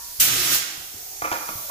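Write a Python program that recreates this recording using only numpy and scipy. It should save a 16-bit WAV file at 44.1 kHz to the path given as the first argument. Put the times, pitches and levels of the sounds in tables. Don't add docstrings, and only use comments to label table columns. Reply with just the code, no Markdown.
import sys
import numpy as np
from scipy import signal
from scipy.io import wavfile

SR = 44100
rng = np.random.default_rng(int(sys.argv[2]) if len(sys.argv) > 2 else 0)


def log_audio(samples):
    frames = np.atleast_2d(samples).T
    limited = np.clip(frames, -1, 1)
    pcm = np.round(limited * 32767).astype(np.int16)
    wavfile.write(sys.argv[1], SR, pcm)


def invert_db(level):
    return 10 ** (np.asarray(level, dtype=float) / 20)


N = 74970


def rms_one(x):
    return x / np.sqrt(np.mean(x ** 2) + 1e-20)


def at_hz(points, hz):
    table_hz, values = np.transpose(points)
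    return np.interp(np.log(hz), np.log(table_hz), values)


def drift(rate_hz):
    pole = np.exp(-80 * np.pi * rate_hz / SR)
    noise = rng.standard_normal(N // 40 + 2002)
    slow = signal.lfilter([1], [1, -2 * pole, pole * pole], noise)[2000:]
    return np.interp(np.arange(N) / 40, np.arange(len(slow)), rms_one(slow))


def late(x, lead_s):
    return np.interp(np.arange(N) - lead_s * SR, np.arange(N), x)


# [f/Hz, power share/0-1]
COMMON_SHARE = [(60, 0.91), (300, 1), (700, 0.25), (1500, 0.43), (4000, 0.07), (15000, 0.32)]


def common_share(hz):
    return np.clip(at_hz(COMMON_SHARE, hz), 0, 1)


# [f/Hz, left minus right/dB]
LEFT_LEAN = [(60, -1), (180, -2.5), (550, -1), (1650, -9), (4970, -4), (15000, -3)]


def bands(gain_at):
    lead_s = 0.000438
    out, edges_hz = 0, 22 * 2 ** np.arange(0, 9.9, .4)
    white = rng.standard_normal((2, 3, N))
    for k, (low, high) in enumerate(zip(edges_hz, edges_hz[1:])):
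        band = signal.butter(2, [low, high], "band", fs=SR, output="sos")
        both, left, right = signal.sosfilt(band, white[k % 2])
        hz = np.sqrt(low * high)
        share, lean = common_share(hz), invert_db(at_hz(LEFT_LEAN, hz) / 2)
        shared, own = np.sqrt(share), np.sqrt(1 - share)
        left_out = lean * (shared * both + own * left)
        right_out = (shared * late(both, lead_s * min(1, hz / 900)) + own * right) / lean
        out = out + gain_at(hz) * np.array([left_out, right_out])
    return out


def narrow(hz, width_hz):
    pole, share = np.exp(-np.pi * width_hz / SR), common_share(hz)
    a = [1, -2 * pole * np.cos(2 * np.pi * hz / SR), pole * pole]
    length = N + SR // 4
    white = np.sqrt(share) * rng.standard_normal(length)
    white = white + np.sqrt(1 - share) * rng.standard_normal((2, length))
    once = signal.lfilter([1, 0, -1], a, white)
    return rms_one(signal.lfilter([1, 0, -1], a, once)[:, -N:])


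def ring(clicks, hz, t60_s):
    pole, w = invert_db(-60 / (t60_s * SR)), 2 * np.pi * hz / SR
    return signal.lfilter([0, np.sin(w)], [1, -2 * pole * np.cos(w), pole * pole], clicks + 1e-18)


# [f/Hz, density/dB per Hz]
LEAK_SPECTRUM = [(25, -3.5), (90, -8.5), (230, -20.5), (700, -11.5), (1300, -16.5), (3600, -11.5),
                 (4800, -7), (16000, -3.5)]
# [t/s, level/dB]
LEAK_LEVEL_DB = [
    (0, -37),
    (.9, -38.5),
    (1.2, -36),
    (1.7, -34.5),
]


def leak():
    hiss = rms_one(bands(lambda hz: invert_db(at_hz(LEAK_SPECTRUM, hz) + 1.4 * drift(2))))
    return hiss * invert_db(np.interp(np.arange(N) / SR, *np.transpose(LEAK_LEVEL_DB)))


# [f/Hz, width/Hz, level at start/dB]
FADING_CLANK = [(959, 64, -48), (1100, 63, -52), (51, 30, -55.5), (1400, 42, -59), (1760, 110, -57)]


def fading():
    fall_db = 81 * np.arange(N) / SR
    return sum(invert_db(db - fall_db) * narrow(hz, width_hz) for hz, width_hz, db in FADING_CLANK)


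# [t/s, level/dB, brightness/dB per octave]
NOZZLE_FLOW = [
    (0.191, -57, -4.5),
    (0.2, -18, 3.5),
    (0.209, -14, 3),
    (0.252, -19.5, 1.7),
    (.3, -21, 0),
    (.5, -20.5, .5),
    (0.553, -18.5, 1.7),
    (0.591, -27, 0.5),
    (0.616, -46.5, -4),
]
# [f/Hz, density/dB per Hz]
JET_SPECTRUM = [(40, -3), (130, -3), (300, -6), (500, -5), (1000, -4), (1350, -3.5), (3000, 1.5),
                (16000, -2.5)]
# [f/Hz, width/Hz, level/dB]
HOSE_MODES = [(57, 21, -33), (126.4, 14, -22), (277.5, 20, -28.5), (351.5, 42, -26.5), (1266, 210, -19),
              (1555, 83, -23)]


def jet():
    pivot_hz, gust_db = 3000, .5
    t, (flow_s, flow_db, flow_tilt) = np.arange(N) / SR, np.transpose(NOZZLE_FLOW)
    tilt, gust = np.interp(t, flow_s, flow_tilt), drift(19)

    def band_gain(hz):
        colour_db = at_hz(JET_SPECTRUM, hz) + tilt * np.log2(hz / pivot_hz)
        return invert_db(colour_db + gust_db * gust + 1.5 * drift(18))

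    air = rms_one(bands(band_gain))
    body = sum(invert_db(db) * narrow(hz, width_hz) for hz, width_hz, db in HOSE_MODES)
    air = air + invert_db(-4 * tilt) * body
    return air * invert_db(np.interp(t, flow_s, flow_db, left=-200, right=-200))


# [f/Hz, t60/s]
SHOP_T60 = [(60, 0.19), (300, 1.06), (800, 1.82), (1600, 1.01), (4000, 1.066), (8000, 0.63), (15000, 0.23)]


def shop_response():
    t = np.arange(N) / SR

    def band_decay(hz):
        t60_s = at_hz(SHOP_T60, hz)
        return invert_db(-60 * t / t60_s) / np.sqrt(t60_s)

    tail = bands(band_decay) * (1 - np.exp(-t / 0.0049))
    return tail / np.sqrt(np.sum(tail ** 2) / 2)


# [t/s, peak level/dB, f/Hz]
LOW_THUDS = [
    (.191, -34, 71.5),
    (0.777, -40.5, 150),
    (0.798, -44, 73.4),
    (0.942, -38, 302),
    (.95, -40, 98.5),
    (1.224, -34.5, 112),
    (1.319, -25.5, 304),
    (1.315, -37, 91),
    (1.492, -34, 210),
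    (1.554, -30.5, 107),
]


def thuds():
    out = np.zeros(N)
    for s, db, hz in LOW_THUDS:
        click = np.zeros(N)
        click[int(s * SR)] = invert_db(db)
        out += ring(click, hz, 6.2 / hz)
    return out


# [centre t/s, length/s, level/dB, f/Hz]
SHOE_DRAGS = [
    (0.777, 0.11, -53.5, 734),
    (0.982, 0.058, -55.5, 400),
    (1.008, 0.1, -58, 713),
    (1.13, 0.076, -51, 760),
    (1.13, 0.062, -57.5, 372.7),
    (1.676, 0.12, -48.5, 602),
]


def drags():
    t, width_hz = np.arange(N) / SR, 150
    return sum(invert_db(db) * np.exp(-((t - s) / length_s) ** 2) * narrow(hz, width_hz)
               for s, length_s, db, hz in SHOE_DRAGS)


# [t/s, level/dB, swell/s, rattle length/s, contact cut f/Hz]
PART_KNOCKS = [
    (1.219, -25.5, 0.00027, 0.0072, 1940),
    (1.236, -13, 0.039, .017, 2770),
    (1.313, -25, 0.0009, .03, 8600),
    (1.364, -32.5, 0.0037, 0.01, 4000),
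    (1.4, -28.5, 0.026, 0.026, 2500),
    (1.483, -33, 0.0014, 0.021, 3400),
    (1.573, -42, 0.0075, 0.028, 1800),
    (1.693, -24.5, .003, 0.0095, 1400),
]
# [f/Hz, level/dB, t60/s]
PART_MODES = [(326, -10.5, 0.067), (530, -5.5, .035), (708, -3, 0.041), (844, -6, 0.034), (960, -1, 0.043),
              (1164, 1, 0.045), (1246, -2, 0.039), (1388, 1, 0.044), (1740, -5.5, 0.016), (2080, -8, .03),
              (2230, -7, 0.032), (2426, -2.5, 0.035), (3270, -13, 0.018), (3700, -11.5, 0.011)]


def knocks():
    touches_per_s, spread_db = 1200, 6
    out, span = np.zeros(N + SR), SR // 3
    t, shape = np.arange(span) / SR, (len(PART_MODES) + 1, span)
    for s, db, swell_s, length_s, cut_hz in PART_KNOCKS:
        touches = rng.random(span) < touches_per_s / SR
        hits = touches * (1 - np.exp(-t / swell_s)) * np.exp(-t / length_s) * 1.11
        hits[0] = np.exp(-swell_s / 0.00099)
        sizes = invert_db(spread_db * rng.standard_normal(shape)) * rng.choice([-1, 1], shape)
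        body = sum(ring(hits * size * invert_db(mode_db - 9.5), hz, t60_s)
                   for (hz, mode_db, t60_s), size in zip(PART_MODES, sizes))
        contact = signal.butter(2, [280, min(cut_hz, SR / 3)], "band", fs=SR, output="sos")
        start = int(s * SR)
        out[start:start + span] += invert_db(db) * signal.sosfilt(contact, body + 3 * hits * sizes[-1])
    return out[:N]


def scene():
    jet_room_db, knock_room_db, thud_room_db = -6, -3.5, -2.5
    knock_lead_s, knock_pan_db, corner_db_per_s = 0.00029, -2.5, 38
    air, knock, thud, shop = jet(), knocks(), thuds(), shop_response()
    corner = shop * invert_db(-corner_db_per_s * np.arange(N) / SR)
    wet = signal.fftconvolve(shop, invert_db(jet_room_db) * air[1:], axes=1)
    struck = invert_db(knock_room_db) * knock + invert_db(thud_room_db) * thud
    wet += signal.fftconvolve(corner, struck[None], axes=1)
    near = np.array([knock * invert_db(knock_pan_db / 2),
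                     late(knock, knock_lead_s) * invert_db(-knock_pan_db / 2)])
    return air + wet[:, :N] + near + thud + leak() + fading() + drags()


def band_limit(x):
    return signal.sosfilt(signal.butter(12, 16760, fs=SR, output="sos"), x)


# [f/Hz, width/Hz, level/dB]
CAVITY = [(6030, 1800, 4), (9200, 1870, -2), (11900, 1800, 3), (14700, 1900, 4)]


def record(dry):
    for hz, width_hz, db in CAVITY:
        w, q, g = 2 * np.pi * hz / SR, np.pi * width_hz / SR, invert_db(db / 2)
        b = [1 + q * g, -2 * np.cos(w), 1 - q * g]
        a = [1 + q / g, -2 * np.cos(w), 1 - q / g]
        dry = signal.lfilter(b, a, dry)
    dry = 1.4 * np.tanh(dry / 1.4)
    top_cut = signal.ellip(20, .5, 120, 15520, fs=SR, output="sos")
    mix = signal.sosfilt(top_cut, dry)
    return band_limit(mix)


dry = scene()
out = record(dry)
log_audio(out)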